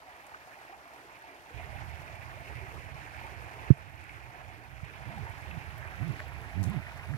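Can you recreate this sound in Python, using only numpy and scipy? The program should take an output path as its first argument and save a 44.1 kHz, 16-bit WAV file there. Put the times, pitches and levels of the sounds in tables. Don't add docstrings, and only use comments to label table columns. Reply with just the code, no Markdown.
import sys
import numpy as np
from scipy import signal
from scipy.fft import rfft, irfft, next_fast_len
from scipy.io import wavfile
from scipy.ndimage import uniform_filter1d, minimum_filter1d

SR = 44100
rng = np.random.default_rng(int(sys.argv[2]) if len(sys.argv) > 2 else 0)


def dump(signal):
    limited = np.clip(np.atleast_2d(signal).T, -1, 1)
    pcm = np.round(limited * 32767).astype(np.int16)
    wavfile.write(sys.argv[1], SR, pcm)


N = 316194
TIME = np.arange(N) / SR

# time_s, level_db
FLOW = [(0, -3.5), (0.35, -2), (1.47, -3), (1.58, 0), (3.6, 1.2), (4.7, 0.26), (5.9, 0), (7.16, 1)]
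# crest_s, level_db, centre_hz
SURGES = [(0.14, 4, 650), (0.33, -0.7, 1600), (0.73, 2, 750), (1.02, 5.5, 362), (1.33, 7, 333),
          (1.66, 2.5, 750), (1.88, 2.5, 5000), (2.52, 4.5, 474), (2.56, 1.9, 2200), (2.74, 4.5, 348),
          (2.96, 0.8, 1800), (3.6, 3, 600), (3.61, 1, 3000), (4.08, 1, 2500), (4.401, 4, 900),
          (4.6, 4.5, 310), (5.22, 0.5, 740), (5.88, 3, 1800), (6.15, 6.5, 320), (6.19, 3, 4500),
          (6.7, 3, 496), (6.72, 3.5, 2010)]
SURGE_S, SURGE_OCTAVES = 0.063, 0.55
SPRAY_FOLLOWS = 0.72
# freq_hz, density_db_per_hz
OPEN_WATER = [(60, -100), (130, -80), (200, -93.5), (280, -87.5), (370, -86), (480, -91.5), (680, -81),
              (900, -84.5), (1400, -85), (2400, -90.5), (3500, -93.5), (5500, -97), (8500, -103),
              (12500, -102.5), (15500, -108)]
# freq_hz, density_db_per_hz
COVERED_WATER = [(60, -101), (200, -91), (300, -86.5), (480, -85.5), (680, -80), (880, -77), (1200, -85.5),
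                 (1700, -80.5), (2450, -83), (3000, -93), (3500, -100.8), (4300, -111), (5400, -113),
                 (7000, -125)]
# freq_hz, correlation
LIKENESS = [(150, 0.13), (350, 0.84), (700, 1), (1300, 0.35), (2500, 0.67), (4000, 0.23), (7000, 0.094)]
# time_s, right_lag_ms
TURN = [(0, 0.38), (4, 0.43), (5.7, 0.36), (6.3, 0.3), (7.16, 0.23)]
# start_s, level_db (before swell and decay), pitch_hz, t60_s
PLOPS = [(.078, -38, 710, 0.062), (.471, -41.5, 728, 0.054), (.692, -36.5, 696, 0.056),
         (.729, -42, 753, 0.083), (.855, -43, 680, 0.071), (1.238, -37.5, 870, 0.05),
         (1.595, -37, 715, 0.061), (1.756, -38.5, 791, 0.083), (1.819, -42, 830, 0.049),
         (2.369, -34.5, 610, 0.047), (2.732, -45, 425, 0.072), (4.573, -45, 309, 0.17),
         (5.132, -40, 690, 0.077), (5.175, -29.5, 790, 0.046), (5.265, -32.5, 893, 0.046),
         (5.848, -43, 652, 0.12), (6.119, -48, 274, 0.075), (6.202, -39.5, 604, 0.082),
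         (6.717, -36, 1010, 0.043)]
# start_s, level_db, t60_s, centre_hz
SLAPS = [(.344, -40, 0.061, 1420), (4.093, -35.5, 0.017, 2250), (5.51, -40, 0.028, 2430),
         (6.192, -40, 0.039, 1600), (6.866, -40, 0.044, 1960), (6.995, -39, .025, 1920),
         (7.137, -38, 0.013, 1730)]
# time_s, tremor_db, resonance_boost_db, upper_edge_db
PRESS = [(0, -97, 0.5, -2), (1.48, -81, -1, 3.5), (1.55, -42, 2, 5), (1.8, -40.5, 3, 3), (2.2, -43.5, 2, 3),
         (4.6, -42.5, 3, 1.7), (6.2, -40.5, 4.5, -1), (6.8, -39.5, 5.5, -4.5), (7.16, -45, 7, -11)]
# freq_hz, density_db_per_hz
FLESH = [(15, -53), (30, -19), (48, -10.5), (68, 0.5), (85, -2), (125, -3.5), (160, -14), (210, -22.5),
         (320, -27), (600, -45), (2000, -100)]
# centre_s, push_db, half_length_ms
KNOCKS = [(3.7056, 3.8, .77), (4.831, -25.5, 1.5), (5.573, -25, 1.1)]
# freq_hz, width_hz, gain_db
CASE = [(134, 45, 9.5), (300, 600, 2.4)]
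# start_s, length_s, fastest_slips_per_s, relative_level_db
RUBS = [(5.039, .21, 230, -32), (5.48, 0.12, 182, -35.5), (5.987, 0.15, 178, -25),
        (6.546, .128, 100, -24.5), (6.645, .165, 212, -21.5), (7.079, 0.096, 156, -27.5)]
# slips_per_s, level_db
SLIP_SIZE = [(80, -4.5), (115, 1), (150, -4), (220, -15.5)]
SLOWEST_SLIPS_PER_S = 88
RUB_PEAKINESS, RUB_FADE = 2.5, 0.74
# start_s, relative_level_db, t60_s, centre_hz
GRIT = [(0.266, -48, 0.039, 6960), (4.0398, -44, 0.0083, 8000), (5.4196, -53, .04, 6000),
        (5.7798, -47, 0.03, 10500), (6.0796, -50, .03, 9000), (6.629, -41, 0.055, 5600),
        (6.6384, -34.5, 0.026, 4570), (6.65, -51, 0.29, 5800), (6.699, -43.5, 0.018, 10500),
        (6.9736, -50, .04, 5000)]
# start_s, level_db
CLACKS = [(6.1985, -30), (6.203, -22.5)]
PEBBLE_HZ, PEBBLE_T60_S, PEBBLE_COVERED_DB = 1840, 0.0056, -6
CEILING_DB, HOLD_S, RELEASE_DB_PER_S = -1.1, 0.96, 7.5
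CUTOFF_HZ = 15800


def water():
    churn_db, gurgle_db, splash_db, spray_db = (vigour(hz) for hz in (370, 750, 1700, 8000))
    white_water = from_db(-1.0) * rush(surge_db=0.66, patchy_db=1.95, spray_patchy_db=0.57)

    near = bursts(SLAPS, width_hz=700)
    splashes = droplets(per_s=16, low_hz=1100, high_hz=2500, t60_s=0.035, width_hz=450)
    near += from_db(splash_db - 44) * splashes
    spray = droplets(per_s=6.8, low_hz=5000, high_hz=13100, t60_s=0.026, width_hz=10000)
    near += from_db(spray_db - 52) * spray

    for start_s, level_db, pitch_hz, t60_s in PLOPS:
        add(near, start_s, from_db(level_db) * bubble(pitch_hz, t60_s, rise=0.13))
    middle = gurgle(per_s=110, low_hz=610.0, high_hz=936.5, cycles=46, rise=0.079)
    near += from_db(gurgle_db - 62) * middle
    deep = gurgle(per_s=16, low_hz=278.5, high_hz=527, cycles=30, rise=0.097)
    near += from_db(churn_db - 70) * deep
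    high = gurgle(per_s=50, low_hz=999, high_hz=2625, cycles=36, rise=0.084)
    near += from_db(splash_db - 66) * high

    covered = from_db(2.0) * muffled(near, edge_hz=3400)
    left, right = white_water + np.array([near, covered])
    lag_ms, = in_time(TURN)
    late = np.interp(TIME - lag_ms / 1000, TIME, right)
    return np.array([left, leak(late, lead_radians=0.86)])


def rush(surge_db, patchy_db, spray_patchy_db):
    _, seal_db, edge_db = in_time(PRESS)
    sources = [np.array([spatter(per_s=1500, spread_db=3.5, share=0.45) for part in range(3)])
               for draw in range(2)]
    surge = drift(15)
    out = np.zeros((2, N))
    edges_hz = 44 * 2 ** (np.arange(18) / 2)
    for k, (low_hz, high_hz) in enumerate(zip(edges_hz, edges_hz[1:])):
        hz = np.sqrt(low_hz * high_hz)
        band = cut(sources[k % 2], [low_hz, high_hz], "band")
        alike = np.clip(at_hz(LIKENESS, hz), 0, 1)
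        misty = at_hz([(2800, 0), (5000, 0.74)], hz)
        patch_db = (1 - misty) * patchy_db + misty * spray_patchy_db
        level_db = vigour(hz) + surge_db * surge + patch_db * drift(19.4)
        pair = from_db(level_db) * (np.sqrt(alike) * band[0] + np.sqrt(1 - alike) * band[1:])
        seal_share = at_hz([(330, 0.78), (650, 0.19), (900, 0.16), (1400, 0.98)], hz)
        edge_share = at_hz([(1700, 0.28), (2400, 0.6), (3400, 0.31), (4700, 0)], hz)
        pair[1] *= from_db(seal_share * seal_db + edge_share * edge_db)
        out += pair
    return np.array([coloured(out[0], OPEN_WATER), coloured(out[1], COVERED_WATER)])


def vigour(hz):
    flow_db, = in_time(FLOW)
    level_db = at_hz([(2800, 1), (5000, SPRAY_FOLLOWS)], hz) * flow_db
    coarse_s = TIME[::200]
    swell_db = np.zeros(len(coarse_s))
    for crest_s, db, centre_hz in SURGES:
        pitch_gap = np.log2(hz / centre_hz) / SURGE_OCTAVES
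        time_gap = (coarse_s - crest_s) / SURGE_S
        swell_db += db * np.exp(-(pitch_gap ** 2 + time_gap ** 2) / 2)
    return level_db + np.interp(TIME, coarse_s, swell_db)


def spatter(per_s, spread_db, share):
    size_db = spread_db * np.minimum(rng.exponential(1, N), 4)
    sizes = from_db(size_db) * rng.choice([-1, 1], N)
    drops = rms_one(sizes * (rng.random(N) < per_s / SR))
    share = np.clip(share, 0, 1)
    return np.sqrt(share) * drops + np.sqrt(1 - share) * rng.standard_normal(N)


def gurgle(per_s, low_hz, high_hz, cycles, rise):
    out = np.zeros(N)
    for when, pitch, size, life in rng.random((int(per_s * N / SR), 4)):
        hz = low_hz * (high_hz / low_hz) ** pitch
        strength = from_db(4.5 * min(-np.log(1 - size), 2.7))
        t60_s = cycles * (0.5 + life) / hz
        add(out, when * N / SR, strength * bubble(hz, t60_s, rise))
    return rms_one(out)


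def bubble(hz, t60_s, rise):
    age_s = np.arange(int(t60_s * SR) + 2) / SR
    swell = 1 - np.exp(-age_s * hz / 3)
    turns = hz * age_s * (1 + rise * age_s / t60_s / 2)
    return swell * decay(age_s, t60_s) * np.sin(2 * np.pi * turns)


def droplets(per_s, low_hz, high_hz, t60_s, width_hz):
    when, pitch, size, life = rng.random((200, 4))[:int(per_s * N / SR)].T
    centre_hz = low_hz * (high_hz / low_hz) ** pitch
    rows = zip(when * N / SR, -10 * np.sqrt(size), t60_s * (0.5 + life), centre_hz)
    return bursts(rows, width_hz)


def bursts(rows, width_hz):
    out, white = np.zeros(N), rng.standard_normal(N + SR)
    for start_s, level_db, t60_s, hz in rows:
        age_s = np.arange(int(min(t60_s, 0.5) * SR) + 200) / SR
        start = int(max(start_s, 0) * SR)
        fade = decay(age_s, t60_s)
        burst = white[start:start + len(age_s)] * fade
        for stage in range(2):
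            burst = resonate(burst, hz, width_hz)
        add(out, start_s, from_db(level_db) * rms_one(burst) * np.sqrt(np.mean(fade ** 2)))
    return out


def muffled(x, edge_hz):
    return signal.sosfiltfilt(signal.butter(3, edge_hz, fs=SR, output="sos"), x + 1e-18)


def leak(x, lead_radians):
    analytic = signal.hilbert(x, next_fast_len(N))[:N]
    return np.real(analytic * np.exp(1j * lead_radians))


def hand():
    tremor_db, _, _ = in_time(PRESS)
    shake = rng.standard_normal((3, N))
    grip = from_db(-66) * rms_one(cut(cut(shake[0], [52, 84], "band"), 35, "high"))
    finger = from_db(tremor_db + 1.04 * drift(2.9)) * rms_one(coloured(shake[1], FLESH))

    pushes = np.zeros(N)
    for centre_s, push_db, half_ms in KNOCKS:
        offset = 1000 * (TIME - centre_s) / half_ms
        pushes += from_db(push_db) * np.exp(-np.minimum(offset ** 2 / 2, 40))
    finger += muffled(case(pushes), edge_hz=580)
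    finger += sum(rub(*row, jitter=0.025, slip_ms=1.0) for row in RUBS)
    scuff = rms_one(cut(shake[2], [600, 1600], "band"))
    finger += from_db(-29) * uniform_filter1d(pushes, size=400) * scuff
    return np.array([grip, finger])


def case(push):
    modes = sum(from_db(gain_db) * resonate(push, hz, width_hz) for hz, width_hz, gain_db in CASE)
    return cut(modes, 60, "high", order=4)


def rub(start_s, length_s, fastest_per_s, level_db, jitter, slip_ms):
    arch = np.sin(np.pi * np.clip((TIME - start_s) / length_s, 0, 1))
    per_s = SLOWEST_SLIPS_PER_S + (fastest_per_s - SLOWEST_SLIPS_PER_S) * arch ** RUB_PEAKINESS
    turns = np.cumsum(per_s * (1 + jitter * drift(39))) / SR
    from_slip_ms = 1000 * (turns % 1 - 0.5) / per_s
    judder = case(np.exp(-(from_slip_ms / slip_ms) ** 2 / 2))
    judder /= np.sqrt(uniform_filter1d(judder ** 2, size=900) + 1e-12)
    size_db = at_hz(SLIP_SIZE, per_s) + 1.3 * drift(52)
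    return judder * arch ** RUB_FADE * from_db(level_db + size_db)


def grit():
    crunch = from_db(-3) * bursts(GRIT, width_hz=12000)
    return np.array([crunch, from_db(-12) * cut(crunch, 5500, "low", order=3)])


def pebble():
    out, age_s = np.zeros(N), np.arange(SR // 20) / SR
    ring = decay(age_s, PEBBLE_T60_S) * np.sin(2 * np.pi * PEBBLE_HZ * age_s)
    for start_s, level_db in CLACKS:
        add(out, start_s, from_db(level_db) * ring)
    return np.array([out, from_db(PEBBLE_COVERED_DB) * out])


def limiter(x):
    peak_db = 20 * np.log10(np.abs(x).max(axis=0) + 1e-9)
    over_db = np.maximum(peak_db - CEILING_DB, 0)
    half = int(HOLD_S * SR / 2)
    held_db = -minimum_filter1d(-over_db, size=2 * half + 1, origin=half, mode="constant")
    release_db = RELEASE_DB_PER_S * TIME
    down_db = np.maximum.accumulate(held_db + release_db) - release_db
    gain_db = uniform_filter1d(minimum_filter1d(-down_db, size=500), size=250)
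    return x * from_db(gain_db)


def from_db(db):
    return 10 ** (np.asarray(db) / 20)


def rms_one(x):
    return x / np.sqrt(np.mean(x ** 2) + 1e-20)


def decay(age_s, t60_s):
    return np.exp(-np.log(1000) * age_s / t60_s)


def in_time(rows):
    time_s, *columns = np.transpose(rows)
    return [np.interp(TIME, time_s, column) for column in columns]


def at_hz(points, hz):
    points = np.array(points)
    return np.interp(np.log(hz), np.log(points[:, 0]), points[:, 1])


def cut(x, hz, kind, order=2):
    sos = signal.butter(order, np.clip(hz, 10, 0.45 * SR), kind, fs=SR, output="sos")
    return signal.sosfilt(sos, x + 1e-18)


def resonate(x, hz, width_hz):
    r = np.exp(-np.pi * width_hz / SR)
    zeros = np.array([1, 0, -1]) * (1 - r * r) / 2
    poles = [1, -2 * r * np.cos(2 * np.pi * hz / SR), r * r]
    return signal.lfilter(zeros, poles, x + 1e-18)


def coloured(white, spectrum):
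    size = next_fast_len(N)
    hz = np.maximum(np.fft.rfftfreq(size, 1 / SR), 1)
    shaped = rfft(white, size) * from_db(at_hz(spectrum, hz))
    return irfft(shaped, size)[:N] * np.sqrt(SR / 2)


def drift(corner_hz):
    r = np.exp(-2 * np.pi * corner_hz * 40 / SR)
    white = rng.standard_normal(N // 40 + 2002)
    slow = signal.lfilter([1], [1, -2 * r, r * r], white)[2000:]
    return np.interp(np.arange(N) / 40, np.arange(len(slow)), rms_one(slow))


def add(track, start_s, sound):
    start = int(np.clip(round(start_s * SR), 0, N - 1))
    track[start:start + len(sound)] += sound[:N - start]


def scene():
    return water() + hand() + grit() + pebble()


def record(dry):
    top_cut = signal.ellip(10, 0.1, 70, CUTOFF_HZ, fs=SR, output="sos")
    return signal.sosfilt(top_cut, limiter(dry))


dry = scene()
out = record(dry)
dump(out)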